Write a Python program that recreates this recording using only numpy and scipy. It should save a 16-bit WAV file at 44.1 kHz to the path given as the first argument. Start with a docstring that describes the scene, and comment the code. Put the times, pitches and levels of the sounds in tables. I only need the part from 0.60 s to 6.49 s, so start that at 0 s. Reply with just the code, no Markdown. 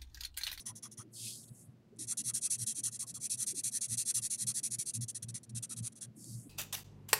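"""A felt-tip marker shades small shapes on paper on a wooden desk, close up; a second marker then scribbles.
Each stroke is snagging noise shaped by nib and sheet resonances: pushes and pulls swell and rasp differently.
Judders are unsteady tones, taps noise cracks; sliding paper hisses, its lower edge dropping as the level rises.
Hands brush (noise puffs); dull bumps and an even throb swell one low resonance. Behind: a faint motor hum of
wavering sines and room air of shaped noise."""
import sys
import numpy as np
from scipy import signal
from scipy.fft import rfft, irfft
from scipy.io import wavfile

SR = 44100
rng = np.random.default_rng(int(sys.argv[2]) if len(sys.argv) > 2 else 0)


def to_wav(sig):
    """Store sig (one row per channel, or 1-D mono) as 16-bit WAV at the path in sys.argv[1].

    Samples outside -1..1 are clipped; the rate is SR.
    """
    pcm = np.clip(np.atleast_2d(sig), -1, 1) * 32767
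    pcm = np.round(pcm).astype(np.int16)
    wavfile.write(sys.argv[1], SR, pcm.T)  # frames by channels


N = 259913
TIME_S = np.arange(N) / SR
CUTOFF_HZ = 15750

# Room air spectrum: [f/Hz, density/dB per Hz, relative]
ROOM = [(25, -21), (60, -10.5), (120, 1), (250, 0), (400, -10), (500, -8), (680, -13), (820, -19),
        (1300, -22), (2500, -26.5), (5000, -31), (10000, -38.5), (15800, -41)]
ROOM_DB = -67
# Motor hum partials: [f/Hz, level/dB rms before waver]
HUM = [(116.6, -67), (232.5, -77), (348.7, -77.5), (406.8, -83.5), (695, -89.5)]

# Throb strength, relative: [t/s, level/dB]
THROB = [(.12, -54.5), (.39, -69.5), (.66, -54), (1.2, -69), (1.46, -53), (1.73, -51), (2.27, -57),
         (3.08, -56), (3.35, -46.5), (3.62, -49), (3.89, -46.5), (4.16, -52.5), (4.42, -38.5),
         (4.69, -41.5), (5.23, -41.5), (5.5, -50), (5.77, -40.5)]
FIRST_THROB_S, THROB_EVERY_S = 0.12, 0.2682
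# half-width at mean strength; rise in strength that doubles it
THROB_HALF_WIDTH_S, THROB_DOUBLES_DB = 0.093, 40.5
# Dull low bumps, relative: [t of middle/s, half-width/s, level/dB]
BUMPS = [(.398, 0.026, -47), (0.916, .024, -47), (1.092, 0.026, -48.5), (1.676, 0.032, -48),
         (2.027, 0.042, -44), (2.534, 0.014, -59), (2.591, 0.028, -49.5), (2.75, 0.021, -52.5),
         (4.192, 0.023, -49), (4.751, 0.025, -46)]
# Bump noise spectrum: [f/Hz, density/dB per Hz, relative]
BUMP_COLOUR = [(30, -42), (60, -10), (110, -3.5), (155, 5), (185, -5), (210, 5), (260, -13.5), (350, -28),
               (600, -63)]
BOOM_HZ = 117.9  # mean
# Hand and arm shuffle spectrum: [f/Hz, density/dB per Hz, relative]
SHUFFLE_COLOUR = [(40, -24), (70, -35), (110, -1), (155, 4), (185, -1.5), (215, 6), (270, -5), (320, -22),
                  (390, -22), (470, -23.5), (800, -63)]
SHUFFLE_DB, SHUFFLE_WAVER_DB, SHUFFLE_CHANGES_PER_S = -64, 1.5, 24
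SHUFFLE_RE_FORCE_DB = -17.5
# Fingers and hand on the sheet: [t of middle/s, half-width/s, centre f/Hz, level/dB rms at peak]
BRUSHES = [(0.461, 0.054, 320, -60.5), (0.839, 0.017, 3920, -67), (0.887, 0.016, 4080, -67.5),
           (1.335, 0.022, 418, -58.5), (1.41, 0.083, 288, -57.5), (1.604, 0.046, 234, -51.5),
           (2.199, 0.052, 258, -57), (2.532, 0.024, 226, -50.5), (2.937, 0.042, 362, -58.5),
           (2.989, 0.029, 290, -55), (4.027, 0.029, 260, -54.5), (5.118, 0.059, 248, -58),
           (5.582, 0.058, 247, -54), (5.68, 0.038, 250, -53.5), (5.871, 0.035, 272, -55)]

# Sheet slides, one curve per slide, before trim: [t/s, hiss level/dB]
SLIDES = [
    [(0.5, -102), (0.508, -83), (0.536, -55.5), (0.57, -49), (0.674, -43), (0.84, -56.5), (0.874, -63),
     (0.884, -58.5), (0.92, -69)],
    [(0.92, -68), (0.952, -60), (1.018, -58.5), (1.062, -65), (1.086, -81), (1.13, -84)],
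    [(5.54, -90), (5.548, -85), (5.566, -61), (5.6, -56), (5.744, -52.5), (5.768, -56.5), (5.814, -57.5),
     (5.89, -65)],
]
# Sliding paper spectrum: [f/Hz, density/dB per Hz, relative]
SHEET = [(1500, -3), (2100, -10), (2600, -3), (2950, -7), (3300, -3), (4000, -4.5), (4500, -1), (5700, -5),
         (7300, -2.5), (8500, -1.5), (9400, 0), (11000, -4), (12800, -13), (15800, -27)]

# Nib taps or catches on the paper: [t/s, level/dB before trim]
TAPS = [(1.362, -57), (1.369, -55), (2.428, -25), (3.549, -44), (3.571, -32), (5.27, -23.5), (5.276, -27),
        (5.643, -36)]
# Nib judders: [t of middle/s, mean f/Hz, level/dB before trim]
JUDDERS = [(.108, 983, -54.5), (0.261, 1150, -56), (0.407, 1238, -53), (1.53, 1354, -57.5),
           (1.705, 1280, -58), (1.877, 1280, -66), (2.281, 1310, -60), (2.439, 1136, -58.5),
           (2.573, 1196, -61), (3.584, 1220, -61.5), (3.908, 1270, -61.5), (5.122, 1314, -58)]
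# Nib strokes, push and pull in turn: [start t/s, stop t/s, nominal level/dB]
STROKES = [(-.04, 0.04, -48), (.054, 0.126, -43.5), (.151, 0.206, -52), (.223, .291, -48),
           (.311, .356, -55), (.37, 0.443, -50), (1.384, 1.466, -42), (1.467, 1.545, -35.5),
           (1.569, 1.63, -35.5), (1.634, 1.719, -35), (1.734, 1.803, -34.5), (1.808, 1.886, -33.5),
           (1.897, 1.975, -33), (1.977, 2.053, -37.5), (2.061, 2.142, -34.5), (2.143, 2.218, -38),
           (2.23, 2.304, -34), (2.31, 2.381, -43), (2.389, 2.453, -38.5), (2.463, 2.526, -44.5),
           (2.538, 2.592, -43.5), (2.597, 2.684, -38), (2.694, 2.768, -35), (2.768, 2.854, -35.5),
           (2.861, 2.938, -35.5), (2.939, 3.02, -38.5), (3.032, 3.109, -33.5), (3.109, 3.195, -35.5),
           (3.206, 3.277, -35), (3.276, 3.364, -36.5), (3.369, 3.445, -33), (3.448, 3.528, -32.5),
           (3.538, 3.61, -32), (3.613, 3.686, -35), (3.697, 3.773, -35), (3.773, 3.852, -36.5),
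           (3.864, 3.932, -33.5), (3.937, 4.01, -34.5), (4.028, 4.094, -35), (4.102, 4.168, -36.5),
           (4.183, 4.243, -35.5), (4.253, 4.32, -37.5), (4.334, 4.387, -38), (4.406, 4.457, -40.5),
           (4.479, 4.523, -40.5), (4.544, 4.589, -40.5), (4.622, 4.656, -45.5), (4.682, 4.718, -46),
           (4.74, 4.797, -43.5), (4.83, 4.859, -55.5), (4.892, 4.917, -57.5), (4.946, 4.999, -40),
           (5.023, 5.066, -40), (5.09, 5.149, -41), (5.161, 5.214, -44.5), (5.221, 5.293, -42),
           (5.32, 5.339, -58.5), (5.352, 5.4, -54.5), (5.406, 5.466, -44)]
# Rubbing spectra before resonances: [f/Hz, density/dB per Hz, relative]
FIRST_NIB = [(700, -10), (1150, -10.5), (1600, -26), (2000, -11.5), (2600, -22), (3050, -14), (4800, -17.5),
             (5800, 0), (7500, -6), (8800, -10), (9700, 2.5), (11400, -15), (13000, -23), (15800, -36)]
LONG_STROKES = [(700, -48), (1300, -30.5), (2300, -23.5), (3000, -24.5), (4300, -11), (5100, -15.5),
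                (5800, -4.5), (7800, -0.5), (9000, 2), (10400, 2.5), (11200, -8.5), (12000, -15),
                (13500, -28), (15800, -42)]
SHORT_STROKES = [(700, -32), (1300, -18.5), (2300, -17.5), (3000, -16.5), (4200, -7.5), (5000, -12),
                 (5900, -1), (7700, 0.5), (8300, 3), (10400, 4.5), (11200, -10), (12000, -15), (13500, -32),
                 (15800, -56)]
# Passages; a stroke takes the last row that starts before it: [start t/s, rubbing spectrum,
# push swell/dB, pull swell/dB at mean length, push rasp/dB, pull rasp/dB before lift,
# rasp resonance/Hz before spread and drop, top octave re middle/dB at mean level]
PASSAGES = [(-1, FIRST_NIB, -11, -13.5, -27.5, -19, 1900, 2.5),
            (1, LONG_STROKES, -3, 17, -19.5, -24, 2620, 2), (1, LONG_STROKES, -3, 15.5, -27, -29, 2530, 5),
            (4.5, SHORT_STROKES, -15, -2.5, -21.5, -25, 2350, 4.8),
            (5, SHORT_STROKES, -3, 5, -23, -24, 1400, 5.5)]
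# Peaks and notches of marker and sheet: [f/Hz before detuning, width/Hz, lift/dB]
BARREL = [(1280, 95, 4), (1550, 98, 1), (1897, 110, 6), (2670, 240, 7), (3000, 120, -4), (3340, 214, 8.5),
          (3555, 130, -7.5), (4110, 560, 0.5), (6230, 440, 1), (6770, 550, -6), (7180, 200, 2.5),
          (7690, 390, -9), (8670, 340, 6), (8790, 204, -11.5), (8730, 270, -0.5), (11770, 290, 3.5)]
# a longer stroke gathers more pressure towards its end
PUSH_SWELL_DB_PER_S, PULL_SWELL_DB_PER_S = 102, 650
TOP_DB_PER_LEVEL_DB = 0.079  # a harder stroke is brighter
# nib tilt varies from stroke to stroke; a pull rasps lower
RASP_SPREAD_OCTAVES, PULL_DROP_OCTAVES = 0.22, 0.33


def from_db(db):
    """Decibels to gain."""
    return 10 ** (np.asarray(db) / 20)


def rms_one(x):
    """Scale to rms 1."""
    return x / np.sqrt(np.mean(x ** 2) + 1e-20)


def bins_hz(x):
    """Bin frequencies of the spectrum of x, at least 1 Hz."""
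    return np.maximum(np.arange(len(x) // 2 + 1) * SR / len(x), 1)


def at_hz(points, hz):
    """Read a spectrum in dB on a log-frequency axis."""
    points_hz, points_db = np.transpose(points)
    return np.interp(np.log(hz), np.log(points_hz), points_db)


def coloured(x, gain):
    """Filter x by a gain per frequency; rms 1."""
    return rms_one(irfft(rfft(x) * gain, len(x)))


def noise(points):
    """Noise of the given spectrum; rms 1."""
    return coloured(rng.standard_normal(N), from_db(at_hz(points, bins_hz(TIME_S))))


def wander(size, step):
    """Random curve of rms 1: a new value every step points, straight lines between."""
    at = np.arange(size) / max(step, 1)
    return rms_one(np.interp(at, np.arange(size + 1), rng.standard_normal(size + 1)))


def above(hz, edge_hz, order=8):
    """High-pass weight, 0 to 1."""
    return 1 / (1 + (edge_hz / hz) ** (2 * order))


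def swell(middle_s, half_width_s):
    """Smooth rise and fall of height 1."""
    return np.maximum(1 - ((TIME_S - middle_s) / half_width_s) ** 2, 0) ** 4


def friction(size, grain_db, snag_per_s):
    """Countless fibres snap past; their force flutters from one snag to the next."""
    return rng.standard_normal(size) * from_db(grain_db * wander(size, SR / snag_per_s))


def room_air():
    """Steady noise in the room's colour."""
    return from_db(ROOM_DB) * noise(ROOM)


def motor_hum(waver_db=3.5):
    """Steady sines, each wavering in level by itself."""
    out = np.zeros(N)
    for hz, db in HUM:
        gain = from_db(db + waver_db * wander(N, SR / 8))
        out += gain * np.sqrt(2) * np.sin(2 * np.pi * (hz * TIME_S + rng.random()))
    return out


def throbs():
    """Evenly spaced swells of force; the stronger, the longer."""
    middles_s = np.arange(FIRST_THROB_S, N / SR, THROB_EVERY_S)
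    levels_db = np.interp(middles_s, *np.transpose(THROB))
    widths_s = THROB_HALF_WIDTH_S * 2 ** ((levels_db - levels_db.mean()) / THROB_DOUBLES_DB)
    return sum(from_db(db) * swell(s, width_s) for s, width_s, db in zip(middles_s, widths_s, levels_db))


def bumps():
    """Brief swells of force, each a dull low bump."""
    return sum(from_db(db) * swell(s, width_s) for s, width_s, db in BUMPS)


def boom(force, waver=0.0383, tone_db=-2.5, knock_db=-10.5):
    """Force sounds one low, unsteady resonance and a dull noise."""
    turns = BOOM_HZ * np.cumsum(1 + waver * wander(N, SR / 90)) / SR
    tone = np.sqrt(2) * np.sin(2 * np.pi * turns)
    return force * (from_db(tone_db) * tone + from_db(knock_db) * noise(BUMP_COLOUR))


def shuffle(force):
    """Soft low noise of hand and arm; own motion and force add in power."""
    motion = from_db(SHUFFLE_DB + SHUFFLE_WAVER_DB * wander(N, SR / SHUFFLE_CHANGES_PER_S))
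    return np.hypot(motion, from_db(SHUFFLE_RE_FORCE_DB) * force) * noise(SHUFFLE_COLOUR)


def rumble(uneven_db=1.94):
    """Throbs and bumps drive the boom over the shuffle of hand and arm."""
    force = throbs() * from_db(uneven_db * wander(N, SR / 45)) + bumps()
    return boom(force) + shuffle(force)


def brushes(spread=0.27, size=8192):
    """Skin on paper: soft noise puffs, each round a pitch of its own (spread in ln Hz)."""
    out = np.zeros(N)
    for s, width_s, centre_hz, db in BRUSHES:
        rub = rng.standard_normal(size)
        puff = coloured(rub, np.exp(-(np.log(bins_hz(rub) / centre_hz) / spread) ** 2))
        out += from_db(db) * swell(s, width_s) * np.resize(puff, N)
    return out


def sheet(edge_hz=2300, edge_level_db=-42.0, db_per_octave=12.0, trim_db=1.0):
    """Smooth hiss of sliding paper; its lower edge drops as the level rises."""
    curves_db = [np.interp(TIME_S, *np.transpose(rows), left=-120, right=-120) for rows in SLIDES]
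    level_db = np.max(curves_db, axis=0)
    lower_edge_hz = np.minimum(edge_hz * 2 ** ((edge_level_db - level_db) / db_per_octave), 8300)
    hz = bins_hz(TIME_S)
    rub = friction(N, grain_db=1.5, snag_per_s=2100)
    spectrum = rfft(coloured(rub, from_db(at_hz(SHEET, hz))))
    bands_hz = np.geomspace(1200, 16000, 15)
    out = np.zeros(N)
    # moving high-pass, applied band by band
    for low_hz, high_hz in zip(bands_hz, bands_hz[1:]):
        band = irfft(spectrum * (hz >= low_hz) * (hz < high_hz), N)
        out += band * np.sqrt(above(np.sqrt(low_hz * high_hz), lower_edge_hz))
    return from_db(level_db + trim_db) * out


def taps(t60_s=0.018, trim_db=-9.0):
    """A tap is a dry, fast-decaying noise crack in the colour of the long strokes."""
    at_s, level_db = np.transpose(TAPS)
    blows = np.zeros(N)
    blows[np.round(at_s * SR).astype(int)] = from_db(level_db + trim_db)
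    decay = from_db(-60 / (t60_s * SR))
    # tiny offset keeps the decay out of denormals
    crack = signal.lfilter([1], [1, -decay], blows + 1e-18) * rng.standard_normal(N)
    gain = rms_one(from_db(at_hz(LONG_STROKES, bins_hz(TIME_S))))
    return irfft(rfft(crack) * gain, N)


def judders(half_width_s=0.033, waver=0.11, trim_db=-4.0):
    """Stick and slip of the dragged felt gives a brief, rough, unsteady tone."""
    warped_s = np.cumsum(1 + waver * wander(N, SR / 900)) / SR
    out = np.zeros(N)
    for s, hz, db in JUDDERS:
        tone = np.sqrt(2) * np.sin(2 * np.pi * hz * warped_s)
        out += from_db(db + trim_db) * swell(s, half_width_s) * tone
    return out


def nib_gain(colour, hz, rasp_hz, size, ring_db=7.0, ring_width_hz=380, detune=0.017,
             ripple_db=1.52, ripple_hz=260):
    """Rubbing colour with the resonances of marker and sheet."""
    shift = 1 + detune * rng.standard_normal()  # the grip shifts the resonances slightly
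    peaks = [(f * shift, width, lift) for f, width, lift in BARREL]
    peaks.append((rasp_hz, ring_width_hz, ring_db))  # brought out by the tilt of the nib
    shape_db = at_hz(colour, hz)
    for f, width, lift in peaks:
        shape_db = shape_db + lift / (1 + (2 * (hz - f) / width) ** 2)
    # each spot on the sheet rings a little differently
    ripple = ripple_db * wander(len(hz), ripple_hz * size / SR)
    return from_db(shape_db + ripple) * np.sqrt(above(hz, 950, order=4))


def stroke(colour, length_s, level_db, swell_db, rasp_db, rasp_hz, top_db, grain_db=1.37,
           bite=3.5, release=0.61, rasp_lift_db=2.0, size=4608):
    """One sweep of the nib: it bites in, rubs, and eases off to turn round."""
    rub = friction(size, grain_db, snag_per_s=1200)
    hz = bins_hz(rub)
    gain = nib_gain(colour, hz, rasp_hz, size)
    over_rasp, over_middle = above(hz, 3364, order=16), above(hz, 7510)
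    rasp = coloured(rub, gain * (1 - over_rasp))
    middle = coloured(rub, gain * over_rasp * (1 - over_middle))
    top = coloured(rub, gain * over_middle)
    hiss = rms_one(middle + from_db(top_db) * top)
    along = np.clip(np.arange(size) / SR / length_s, 0, 1)
    speed = np.abs(np.sin(np.pi * along))
    pressure = bite + (release - bite) * along
    # hiss saturates early; rasp needs full speed
    hiss_gain = np.tanh(pressure * speed) ** 2
    rasp_gain = from_db(rasp_db + rasp_lift_db) * speed
    sound = hiss_gain * hiss + rasp_gain * rasp
    return from_db(level_db + swell_db * (along - 0.5)) * sound


def marker():
    """Push and pull alternate; length sets swell, force sets brightness, re the passage means."""
    out = np.zeros(N + 2 * SR)  # 1 s margin at each end
    start_s, stop_s, level_db = np.transpose(STROKES)
    length_s = np.maximum(stop_s - start_s, 0.01)
    passage = np.searchsorted([row[0] for row in PASSAGES], start_s) - 1
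    for k, p in enumerate(passage):
        _, colour, push_db, pull_db, push_rasp_db, pull_rasp_db, rasp_hz, top_db = PASSAGES[p]
        longer_s = length_s[k] - length_s[passage == p].mean()
        harder_db = level_db[k] - level_db[passage == p].mean()
        if k % 2:  # pull
            swell_db = pull_db + PULL_SWELL_DB_PER_S * longer_s
            rasp_db, drop_octaves = pull_rasp_db, PULL_DROP_OCTAVES
        else:
            swell_db = push_db + PUSH_SWELL_DB_PER_S * longer_s
            rasp_db, drop_octaves = push_rasp_db, 0
        ring_hz = rasp_hz * 2 ** (RASP_SPREAD_OCTAVES * rng.standard_normal() - drop_octaves)
        stroke_top_db = top_db + TOP_DB_PER_LEVEL_DB * harder_db
        sound = stroke(colour, length_s[k], level_db[k], swell_db, rasp_db, ring_hz, stroke_top_db)
        at = SR + round(start_s[k] * SR)
        out[at:at + len(sound)] += sound
    return out[SR:SR + N]


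def reflections(x, t60_s=0.085, wet_db=-23):
    """Desk and hand throw back a very short, faint tail of decaying noise."""
    tail = rng.standard_normal(SR // 4) * from_db(-60 * TIME_S[:SR // 4] / t60_s)
    tail /= np.sqrt(np.sum(tail ** 2))
    return x + from_db(wet_db) * signal.fftconvolve(x, tail)[:N]


def scene():
    """Marker and sheet with reflections, over hands, low throb, motor and room; one channel."""
    backdrop = room_air() + motor_hum() + rumble() + brushes()
    paper = sheet() + taps() + judders() + marker()
    return (backdrop + reflections(paper))[None]


def record(dry):
    """Steep elliptic low-pass."""
    sos = signal.ellip(12, 0.1, 80, CUTOFF_HZ, fs=SR, output="sos")
    return signal.sosfilt(sos, dry)


dry = scene()
out = record(dry)
to_wav(out)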